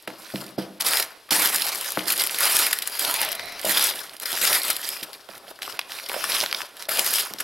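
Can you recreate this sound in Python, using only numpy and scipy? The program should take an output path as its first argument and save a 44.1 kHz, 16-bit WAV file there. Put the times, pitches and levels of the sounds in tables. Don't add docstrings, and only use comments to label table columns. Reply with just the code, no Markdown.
import sys
import numpy as np
from scipy import signal
from scipy.fft import rfft, irfft, next_fast_len
from scipy.io import wavfile
from scipy.ndimage import uniform_filter1d, minimum_filter1d, map_coordinates

SR = 44100
rng = np.random.default_rng(int(sys.argv[2]) if len(sys.argv) > 2 else 0)


def undo_db(level):
    steps = np.asarray(level, float) / 20
    return 10 ** steps


def generate_wav(sig):
    pcm = np.round(np.clip(np.atleast_2d(sig).T, -1, 1) * 32767).astype(np.int16)
    wavfile.write(sys.argv[1], SR, pcm)


N = 327751
T = np.arange(N) / SR
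STEPS = np.arange(0, N / SR, 0.001)
SPLIT_HZ = 6400
FIRM_DB = -25


def unit(x):
    return x / np.sqrt(np.mean(x ** 2) + 1e-20)


def along(points, hz):
    f, v = np.transpose(points)
    return np.interp(np.log(hz + 1), np.log(f + 1), v)


def wobble(rate):
    knots = rng.standard_normal(1500 * 8)
    return map_coordinates(knots, [T * min(rate, 1500)])


def filtered(x, response):
    n = x.shape[-1]
    m = next_fast_len(n + SR // 2)
    spectrum = rfft(x, m) * response(np.fft.rfftfreq(m, 1 / SR))
    return irfft(spectrum, m)[..., :n]


def coloured(x, points):
    return filtered(x, lambda hz: undo_db(along(points, hz)))


def modes(table):
    def response(f):
        total = 0
        for k, (centre, width, db) in enumerate(table):
            ring = 1j * f * width / (centre * centre - f * f + 1j * f * width)
            total = total + (-1) ** k * undo_db(db) * ring
        return total
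    return response


def effort(table):
    s, db, rise, hold, fall = np.transpose(table)[:, :, None]
    ms = 1000 * (STEPS - s)
    slopes = np.clip(-ms, 0, None) / np.abs(rise) + np.clip(ms - hold, 0, None) / np.abs(fall)
    return np.maximum((db - 20 * slopes).max(0), -100)


def hands(part):
    # full effort t/s, rustle level/dB, rise/ms, hold/ms, fall/ms
    grasps = [(.2, -46.5, 300, 60, 300), (.39, -37.5, 380, 11, 140), (.47, -43.5, 60, 24, 60),
              (0.805, -27.5, 8.9, 3.7, 41), (0.849, -25, 11, 146, 100), (1.308, -22.5, 3.1, 160, 19),
              (1.48, -29.5, 50, 130, 1500), (2.073, -28.5, 23, 56, 58), (2.21, -26, 136, 14, 110),
              (2.33, -31.5, 210, 32, 110), (2.419, -24, 113, 212, 260), (2.88, -36, 160, 104, 60),
              (2.993, -27, 11, 123, 270), (3.7, -23.5, 96, 159, 140), (3.96, -32.5, 86, 3, 243),
              (4.221, -30.5, 13, 10, 27), (4.258, -30, 10, 170, 50), (4.419, -22.5, 31, 135, 120),
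              (4.7, -27, 220, 3.4, 154), (4.87, -31.5, 240, 13, 300), (5.132, -40.5, 11, 3, 73),
              (5.30, -45.5, 22, 37, 30), (5.352, -43.5, 30, 31, 5.8), (5.51, -39.5, 55, 5, 6.4),
              (6.888, -27.5, 5, 192, 110), (7.135, -26, 170, 77, 97), (7.28, -42, 100, 62, 60),
              (7.403, -26.5, 9, 6.5, 28), (7.392, -36.5, 20, 8, 20)]
    # full effort t/s, rustle level/dB, rise/ms, hold/ms, fall/ms
    rubs = [
        (0.586, -35, 15, 2.2, 95),
        (3.215, -25.5, 67, 3, 204),
        (3.5, -40, 390, 230, 59),
    ]
    # full effort t/s, rustle level/dB, rise/ms, hold/ms, fall/ms
    tugs = [
        (5.619, -37.5, 4.5, 21, 170),
        (5.69, -39, 99, 7.6, 250),
        (5.92, -35, 54, 10, 350),
        (6.12, -40, 150, 30, 100),
        (6.2, -31, 290, 30, 100),
        (6.33, -24.5, 260, 56, 144),
        (6.6, -36, 990, 9.1, 126),
        (6.828, -37.5, 130, 2.7, 54),
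    ]
    # treble level at a firm grasp/dB, growth with effort [dB per dB]
    crisp = [(-25, 1.22), (-32, 1.05), (-27, 1.13)]
    # box drumming level at a firm grasp/dB, growth with effort [dB per dB]
    drumming = [(-40, 0.51), (-36, 0.4), (-38.5, 0.44)]
    # share of loose cracks at a firm grasp/dB, growth with effort [dB per dB]
    grainy = [(-23.5, 1), (-33, 1), (-29, 0.86)]
    laws = {"rustle": [(FIRM_DB, 1)] * 3, "treble": crisp, "drumming": drumming, "cracks": grainy}[part]
    power = 0
    for table, (db, grows) in zip((grasps, rubs, tugs), laws):
        power = power + undo_db(db + grows * (effort(table) - FIRM_DB)) ** 2
    return np.interp(T, STEPS, 10 * np.log10(power))


def cracks(s, db, hz, octaves, t60, crisp_db, spike, rise, size=512, lead=192):
    t, f = (np.arange(size) - lead) / SR, np.fft.rfftfreq(size, 1 / SR) + 1
    hump = np.exp(-0.5 * (np.log2(f / hz[:, None]) / octaves) ** 2) * (f < SPLIT_HZ)
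    colour = hump + undo_db(crisp_db)[:, None] * (f >= SPLIT_HZ)
    noise = rng.standard_normal((len(s), size))
    swell = undo_db(60 * np.minimum(t, 0) / np.abs(rise)[..., None])
    decay = undo_db(-60 * np.abs(t) / t60[:, None])
    shape = np.where(t < 0, swell, decay)
    flip = undo_db(-60 * np.abs(t) / 0.00094) * (0.012 / t60[:, None]) * spike
    burst = irfft(rfft(noise * (shape + flip)) * colour, size) * signal.windows.tukey(size, 0.1)
    burst *= (undo_db(db) / np.abs(burst).max(1))[:, None]
    at = (s * SR).astype(int)[:, None] + np.arange(size)
    return np.bincount(at.ravel(), burst.ravel(), N + size)[lead:N + lead]


def patchy(x, patchy_db):
    z = signal.stft(x, nperseg=512)[2]
    field = uniform_filter1d(rng.standard_normal(z.shape), size=7, axis=0)
    field = uniform_filter1d(field, size=9, axis=1)
    return signal.istft(z * undo_db(patchy_db * unit(field)), nperseg=512)[1][:N]


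def crinkle(count=6000):
    # f/Hz, level/dB per Hz
    paper = [(150, -24.5), (400, -6.5), (800, -3), (1600, 2), (5000, 1), (16000, -6.5)]
    rustle_db = hands("rustle")
    clumps_db = 0.52 * wobble(25) + 2 * wobble(80)
    when, size, pitch, length, top = rng.random((count, 5)).T
    size_db = np.minimum(-4.5 * np.log(1 - size), 12)
    small = cracks(when * T[-1], size_db, 600 * 2 ** (3.59 * pitch), 0.44, 0.014 + 0.0081 * length,
                   22 * top - 13, 2.2, np.array(0.007), size=384, lead=96)
    apart = np.minimum(undo_db(hands("cracks") - rustle_db), 1) / (1 + undo_db(rustle_db + 23.5))
    wash = np.sqrt(1.15 - apart ** 2) * rng.standard_normal(N)
    sheet = coloured(apart * unit(small) + wash, paper)
    sheet = patchy(sheet, patchy_db=2.4) * undo_db(clumps_db)
    low = filtered(sheet, lambda hz: hz < SPLIT_HZ)
    treble_db = hands("treble") + 0.5 + 0.72 * wobble(30)
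    return undo_db(rustle_db) * unit(low) + undo_db(treble_db) * unit(sheet - low)


def snaps():
    # t/s, peak level/dB, centre f/Hz, t60/s
    crisp_folds = [(.822, -7, 2710, .011), (1.474, -4, 4690, 0.0086), (1.495, -4.5, 2230, 0.017),
                   (1.56, -6, 4530, 0.031), (2.0765, -13, 4500, 0.032), (2.0824, -6, 3750, 0.013),
                   (2.1229, -6.5, 3410, 0.044), (2.2387, 0, 3000, 0.011), (2.2724, -5, 4320, 0.0081),
                   (2.4068, -4, 3520, 0.016), (2.5678, 0.5, 3190, .014), (2.7881, -7, 3810, .014),
                   (2.8752, -5, 2670, 0.016), (2.995, -4, 3820, 0.015), (3.1118, -6, 3380, .016),
                   (3.216, -3.5, 2510, 0.019), (3.322, -9, 3130, 0.015), (3.3526, -13.5, 3020, 0.025),
                   (3.5954, -12, 3220, 0.0077), (3.6152, -16, 3090, 0.016), (4.2003, -15.5, 2880, 0.015),
                   (4.2229, -21, 2560, 0.015), (4.2587, -12, 3520, 0.014), (4.3297, -10, 4680, 0.012),
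                   (4.55, -5, 2800, 0.017), (4.703, -4, 3110, 0.03), (4.7663, -8.5, 3160, .02),
                   (7.0643, -6, 3940, 0.015), (7.1391, -4.5, 3790, 0.025), (7.4062, -9, 2960, 0.01)]
    # t/s, peak level/dB, centre f/Hz, t60/s
    wad_folds = [(0.8095, -6, 4470, 0.024), (0.8658, -6.5, 4220, 0.042), (0.935, 1, 3240, .009),
                 (0.9992, -4.5, 3070, 0.033), (1.026, -8.5, 3560, 0.023), (1.459, 2, 2500, 0.0073),
                 (1.584, -7, 3370, 0.01), (1.621, -3.5, 3890, 0.016), (1.6914, -8, 4220, 0.0052),
                 (1.7493, -8, 2400, 0.011), (2.104, -4.5, 3550, 0.02), (2.1976, -4, 4270, 0.038),
                 (2.22, 0.5, 3740, 0.011), (2.3464, -10, 3750, 0.012), (2.667, -0.5, 3170, 0.02),
                 (2.7305, -1, 2400, 0.028), (2.8232, -11, 3160, 0.044), (3.231, -8, 3500, 0.022),
                 (3.694, -9.5, 3840, 0.014), (4.167, -22, 4730, 0.012), (4.416, -7, 3600, 0.04),
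                 (4.4528, 4, 3060, 0.0068), (4.53, -4.5, 3430, .021), (5.0318, -16.5, 3200, 0.061),
                 (5.132, -19.5, 4420, 0.012), (7.3374, -9, 3900, 0.0084), (6.8246, -7, 3000, 0.0062),
                 (6.8926, -8, 2460, 0.031), (6.9938, 0.5, 2920, 0.02), (7.1842, -6, 2310, 0.011)]
    # t/s, peak level/dB, centre f/Hz, t60/s
    muffled_folds = [(.077, -14, 1710, 0.026), (0.3587, -13, 2150, 0.021), (1.2918, -26.5, 1370, .037),
                     (1.309, -11, 5030, 0.019), (1.974, -8.5, 1090, 0.019), (1.9927, -10, 2360, 0.021),
                     (3.396, -12.5, 2100, 0.024), (5.2898, -22, 1630, 0.011), (5.621, -12, 2890, 0.0052),
                     (5.631, -10.5, 3900, .006), (5.725, -21, 3150, 0.0083), (5.9201, -14, 2240, 0.01),
                     (5.999, -19, 2000, 0.015), (6.0963, -11.5, 2030, 0.014), (6.1171, -12.5, 1190, 0.012),
                     (6.1424, -14, 1430, 0.063), (6.2415, -5.5, 1400, 0.014), (6.32, -2.5, 3680, 0.0066),
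                     (6.3672, -6.5, 2300, 0.0105), (6.4041, -2, 3370, 0.0054), (6.412, 2.5, 3850, 0.0046),
                     (6.4387, -7, 1390, 0.018), (6.462, -5, 3250, 0.0066), (6.5278, -1.5, 2960, 0.0068),
                     (6.547, -10, 3580, 0.019), (6.6182, -11.5, 2600, 0.0083), (6.8543, -25, 3730, .018),
                     (5.7926, -7, 2300, 0.014), (3.098, -9.5, 1110, 0.019), (6.098, -20, 600, 0.024)]
    # treble share level/dB, hump width/octaves, rise over decay time [ratio]
    fold_kinds = [(0, 0.95, .6), (-6.5, 0.84, 0.45), (-18, 0.95, 0.34)]
    kinds = crisp_folds, wad_folds, muffled_folds
    s, db, hz, t60 = np.vstack(kinds).T
    crisp_db, octaves, rise = np.repeat(fold_kinds, [len(k) for k in kinds], axis=0).T
    life = np.clip(t60, 0.003, 0.06)
    return cracks(s, db - 0.5, hz, octaves[:, None], life, crisp_db, 1.9, rise * t60, size=1024)


def tips():
    # t/s, treble peak level/dB, body level under the treble/dB, t60/s
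    early_flicks = [(0.024, -36, -12, 0.017), (0.1486, -38, -11, 0.015), (0.2658, -38, -6, 0.015),
                    (0.387, -35, -9, 0.015), (0.4474, -37, -5, 0.015), (0.4643, -30, -8, 0.015),
                    (0.5994, -36, -6, 0.015), (0.8844, -7, -10, 0.015), (0.9088, -9.5, -14, 0.015),
                    (0.9557, -14, -11, 0.015), (0.9706, -8, -2, 0.016), (1.3634, -12, -14, 0.015),
                    (1.5449, -11, -8, 0.015), (1.6524, -19, -12, 0.015), (1.6661, -9, -11, 0.015),
                    (1.6843, -15, -8, 0.015), (1.7195, -23, -13, 0.015), (1.7554, -14.5, -12, 0.014),
                    (1.7843, -22, -14, 0.015), (1.8103, -16, -11, 0.015), (1.8447, -17, -7, 0.015),
                    (1.9044, -19, -10, 0.019), (1.9197, -14.5, -12, 0.015), (2.177, -12, -14, 0.015),
                    (2.265, -14, -15, 0.014), (2.3096, -17, -14, 0.015), (2.386, -11, -11, 0.015),
                    (2.4533, -7.5, -4.5, 0.014), (2.5237, -12, -9, 0.013), (2.5895, -7, -11, 0.015),
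                    (2.6564, -16, -9, 0.015), (2.7097, -16, -4, 0.015), (2.8973, -22, -16, 0.015),
                    (2.9272, -29, -11, 0.017), (2.9522, -23, -13, 0.015), (3.0483, -9, -3, 0.017),
                    (3.1403, -7.5, -15, 0.015), (3.2053, -13, -11, 0.015), (3.248, -13, -16, 0.015),
                    (3.2884, -18, -5, 0.015), (3.3169, -17, -9, 0.015), (3.3274, -14, -5, 0.017),
                    (3.457, -27, -4, 0.02), (3.5214, -27, -8, 0.015), (3.6508, -10, -7, 0.017)]
    # t/s, treble peak level/dB, body level under the treble/dB, t60/s
    late_flicks = [(3.7943, -7, -7, 0.015), (3.8244, -10, -12, 0.015), (3.8402, -6, -21, 0.022),
                   (3.8694, -10, -14, 0.015), (3.8994, -16, -10, 0.015), (3.9564, -22, -13, 0.015),
                   (3.9923, -23, -11, 0.015), (4.0941, -27, 0, 0.015), (4.123, -41, 2, 0.015),
                   (4.2104, -29, -17, 0.01), (4.2324, -17, -7, 0.013), (4.3044, -16, -4, 0.015),
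                   (4.3174, -17, -19, 0.014), (4.3859, -14, -9, 0.015), (4.4744, -15, -11, 0.015),
                   (4.4986, -12, -8, 0.015), (4.5844, -20, -8, 0.015), (4.6324, -12, -14, 0.015),
                   (4.6493, -13, -8, 0.015), (4.7294, -18, -12, 0.015), (4.815, -23, -5, 0.015),
                   (4.889, -12.5, -8, 0.018), (4.9474, -28, -15, 0.014), (4.9564, -29, -11, 0.015),
                   (5.3785, -32, -6, 0.015), (5.5039, -34, -6, 0.015), (5.6994, -34, 3, 0.015),
                   (5.9494, -29, -7, 0.015), (6.0876, -18.5, -6, 0.022), (6.131, -23, -7, 0.015),
                   (6.4353, -21, -7, 0.012), (6.4724, -27, -2, 0.015), (6.768, -31, -3, 0.015),
                   (6.9486, -26, -8, 0.013), (6.9716, -11, -2, 0.015), (7.045, -13, -7, 0.013),
                   (7.0854, -19, -9, 0.015), (7.106, -16, -16, 0.013), (7.1144, -14, -11, 0.015),
                   (7.1327, -11, -11, 0.015), (7.158, -9, -9, 0.015), (7.1843, -16, -9, 0.015),
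                   (7.1936, -16, -7, 0.015), (7.2044, -18, -12, 0.015), (7.2214, -20, -10, 0.015),
                   (7.2514, -22, -10, 0.015)]
    # t/s, peak level/dB, centre f/Hz, t60/s
    dull_creases = [(0.1022, -25, 1560, 0.012), (0.2204, -37, 4650, 0.01), (2.2947, -14, 2860, 0.014),
                    (5.3123, -30, 1360, 0.012), (5.3343, -32, 1265, 0.011), (5.3517, -29, 3570, 0.012),
                    (5.4765, -40, 1350, 0.012), (5.5029, -37, 3290, 0.012), (5.5892, -29, 1350, 0.013),
                    (5.6774, -21, 1260, 0.012), (5.6974, -23, 1480, 0.012), (5.8127, -24.5, 2800, 0.015),
                    (5.8954, -25, 1900, 0.01), (5.9883, -29, 2830, 0.013), (6.2083, -20, 1300, 0.012),
                    (6.3954, -18, 4810, 0.011), (6.4204, -13, 3530, 0.011), (6.5121, -17, 4000, 0.012),
                    (6.6049, -15.5, 1530, 0.012), (6.6473, -31, 1050, 0.012), (6.8049, -25, 1010, 0.01),
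                    (7.3851, -20, 3960, 0.012)]
    s, db, body_db, t60 = np.vstack([early_flicks, late_flicks]).T
    life = np.clip(t60, 0.003, 0.06)
    flicks = cracks(s + 0.0012, db + 3, np.full(len(s), 3600.0), 0.7, life,
                    -body_db - 9, 1.1, 0.5 * life, size=1024)
    s, db, hz, t60 = np.transpose(dull_creases)
    life = np.clip(t60, 0.003, 0.06)
    dull = cracks(s + 0.0012, db + 0.5, hz, 0.69, life,
                  np.full(len(s), -22.0), 1.1, 0.42 * life, size=1024)
    return flicks + dull


def box():
    # t/s, peak level/dB, hardness/dB, t60/s, hollowness/dB
    thumps = [(0.075, -20, 10, 0.28, -14), (0.339, -16.5, -20, 1, -10.5), (0.58, -11.5, -15.5, 0.55, -13),
              (1.314, -15.5, 8, 1, -22.5), (1.971, -15.5, -10.5, 1, -14), (3.646, -13, -10, 0.28, 1),
              (3.662, -15, 4, 0.23, -4.5), (3.689, -20, -15, .3, -8), (5.02, -31, -11, 0.4, -14.5),
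              (5.291, -28, -12, 0.18, -5), (5.479, -35, -11, 0.36, -4), (6.43, -21, -6, 0.2, -5),
              (7.305, -30, -11, .3, -24), (7.34, -35, -4, 0.26, -15), (6.143, -16, 12, 0.11, 3),
              (6.164, -18.5, 9, 0.15, 4), (6.886, -20, 7, 0.52, -2), (6.99, -19.5, 1, 0.34, -6)]
    # f/Hz, width/Hz, level/dB
    wall_modes = [(131.4, 15, -10), (189.4, 18, -1.5), (250, 100, -10.5), (319, 19, 1), (399, 46, -11),
                  (498, 23, -2), (683, 17, -5), (880, 71, -4)]
    # f/Hz, level/dB per Hz
    drum_colour = [(25, -19), (60, -21.5), (110, -17), (190, -13.5), (320, -4), (650, 0), (1000, -1),
                   (1500, -3), (2400, -24)]
    walls = modes(wall_modes)
    t, knocks = T[:SR // 2], np.zeros(N)
    for s, db, hard_db, t60, hollow_db in thumps:
        rattle = rng.standard_normal(len(t)) * (undo_db(-60 * t / 0.012) + 1.23 * undo_db(-60 * t / t60))
        push = 5 * undo_db(-0.4 * hard_db - 60 * t / 0.0034)
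        cutoff = np.clip(1900 * undo_db(0.8 * hard_db), 300, 9000)
        blow = signal.sosfilt(signal.butter(2, cutoff, fs=SR, output="sos"), rattle + push)
        hollow = modes([(637, 108, 2 * hollow_db + 18.0)])

        def body(f):
            no_rumble = (1j * f / (120 + 1j * f)) ** 3
            return (walls(f) + hollow(f) + 0.096) * no_rumble

        knock = filtered(blow, body)[:len(t)]
        at = round(s * SR)
        knocks[at:at + len(t)] += (undo_db(db - 3.5) * knock / np.abs(knock).max())[:N - at]
    patter_db = 2.5 * wobble(25) + 3.5 * wobble(90)
    drum = coloured(rng.standard_normal(N) * undo_db(patter_db), drum_colour)
    drum = drum + 0.5 * filtered(drum, walls)
    return knocks + undo_db(hands("drumming") - 0.7) * unit(drum)


def drag():
    # t/s, level/dB, gap resonance f/Hz
    stroke = [
        (3.05, -58, 1066),
        (3.119, -35, 980),
        (3.222, -34, 880),
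        (3.281, -36, 670),
        (3.52, -47.5, 691),
        (3.63, -56, 733),
    ]
    # f/Hz, width/Hz, level/dB
    lid_modes = [(2050, 200, -2), (2480, 120, -4), (3950, 150, -3), (4250, 120, -6)]
    s, db, hz = np.transpose(stroke)
    noise = rng.standard_normal((2, N))
    slow = filtered(noise[0], lambda f: 1 / (1 + (f / 45) ** 2))
    gap_hz = np.interp(T, s, hz) + 45 * wobble(120)
    gap = (0.98 + 0.37 * unit(slow)) * np.sin(2 * np.pi * np.cumsum(gap_hz) / SR)
    ring = modes(lid_modes)
    friction = unit(filtered(noise[1], lambda f: ring(f) + 0.11 * (f < SPLIT_HZ)))
    contact = np.clip((T - 3.24) / 0.26, 0, 1)
    inside = (T > s[0]) & (T < s[-1])
    return inside * undo_db(np.interp(T, s, db)) * (gap + contact * undo_db(7.5) * friction)


def echo(x, t60_share):
    # f/Hz, t60/s
    room = [(150, 1), (1000, 0.74), (5000, 0.36), (14000, 0.087)]
    hz, t, z = signal.stft(rng.standard_normal(SR // 2), SR, nperseg=256)
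    fade = undo_db(-60 * t / (t60_share * along(room, hz)[:, None]))
    tail = signal.istft(z * fade, SR, nperseg=256)[1]
    return signal.fftconvolve(x, tail / np.linalg.norm(tail))[:N]


def room_tone():
    # f/Hz, level/dB per Hz
    air_colour = [(30, -27), (400, -13), (1400, -14.5), (2500, -10.5), (3900, -10.5), (5000, -13),
                  (15500, -24)]
    return undo_db(-52.5) * unit(coloured(rng.standard_normal(N), air_colour))


def scene():
    # f/Hz, side minus mid level/dB
    width = [(60, -16), (200, -15.5), (500, -10.5), (1200, -8), (3000, -14), (6000, -12.5), (9000, -19),
             (15000, -30)]
    near = crinkle() + snaps() + box() + drag() + tips()
    mid = near + undo_db(-16) * echo(near, 1.0) + room_tone()
    lead = np.imag(signal.hilbert(mid, next_fast_len(N)))[:N]
    side = coloured(0.66 * lead + 0.78 * wobble(68) * mid, width)
    return np.array([mid + side, mid - side])


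def low_pass(x):
    return signal.sosfilt(signal.butter(12, 16970, fs=SR, output="sos"), x)


def record(dry):
    # f/Hz, level/dB
    mic = [(40, 2), (3000, -2), (5220, 0.5), (6450, -6), (8500, -2), (11300, 5), (14000, -1), (15400, -6),
           (15900, -5), (16100, -57)]
    x = coloured(dry, mic)
    level_db = 10 * np.log10(np.abs(uniform_filter1d(np.mean(x ** 2, 0), 200)) + 1e-9)
    coming_db = -minimum_filter1d(-level_db, size=701, origin=-350)
    duck_db = uniform_filter1d(np.clip(coming_db - level_db - 17, 0, 20), size=120)
    low = filtered(x, lambda hz: hz < 5000)
    x = low * undo_db(-0.3 * duck_db) + (x - low) * undo_db(-1.3 * duck_db)
    x = x / (1 + np.abs(x / 0.6) ** 6) ** (1 / 6)
    mix = filtered(x, lambda hz: hz < 16050)
    return low_pass(mix)


dry = scene()
out = record(dry)
generate_wav(out)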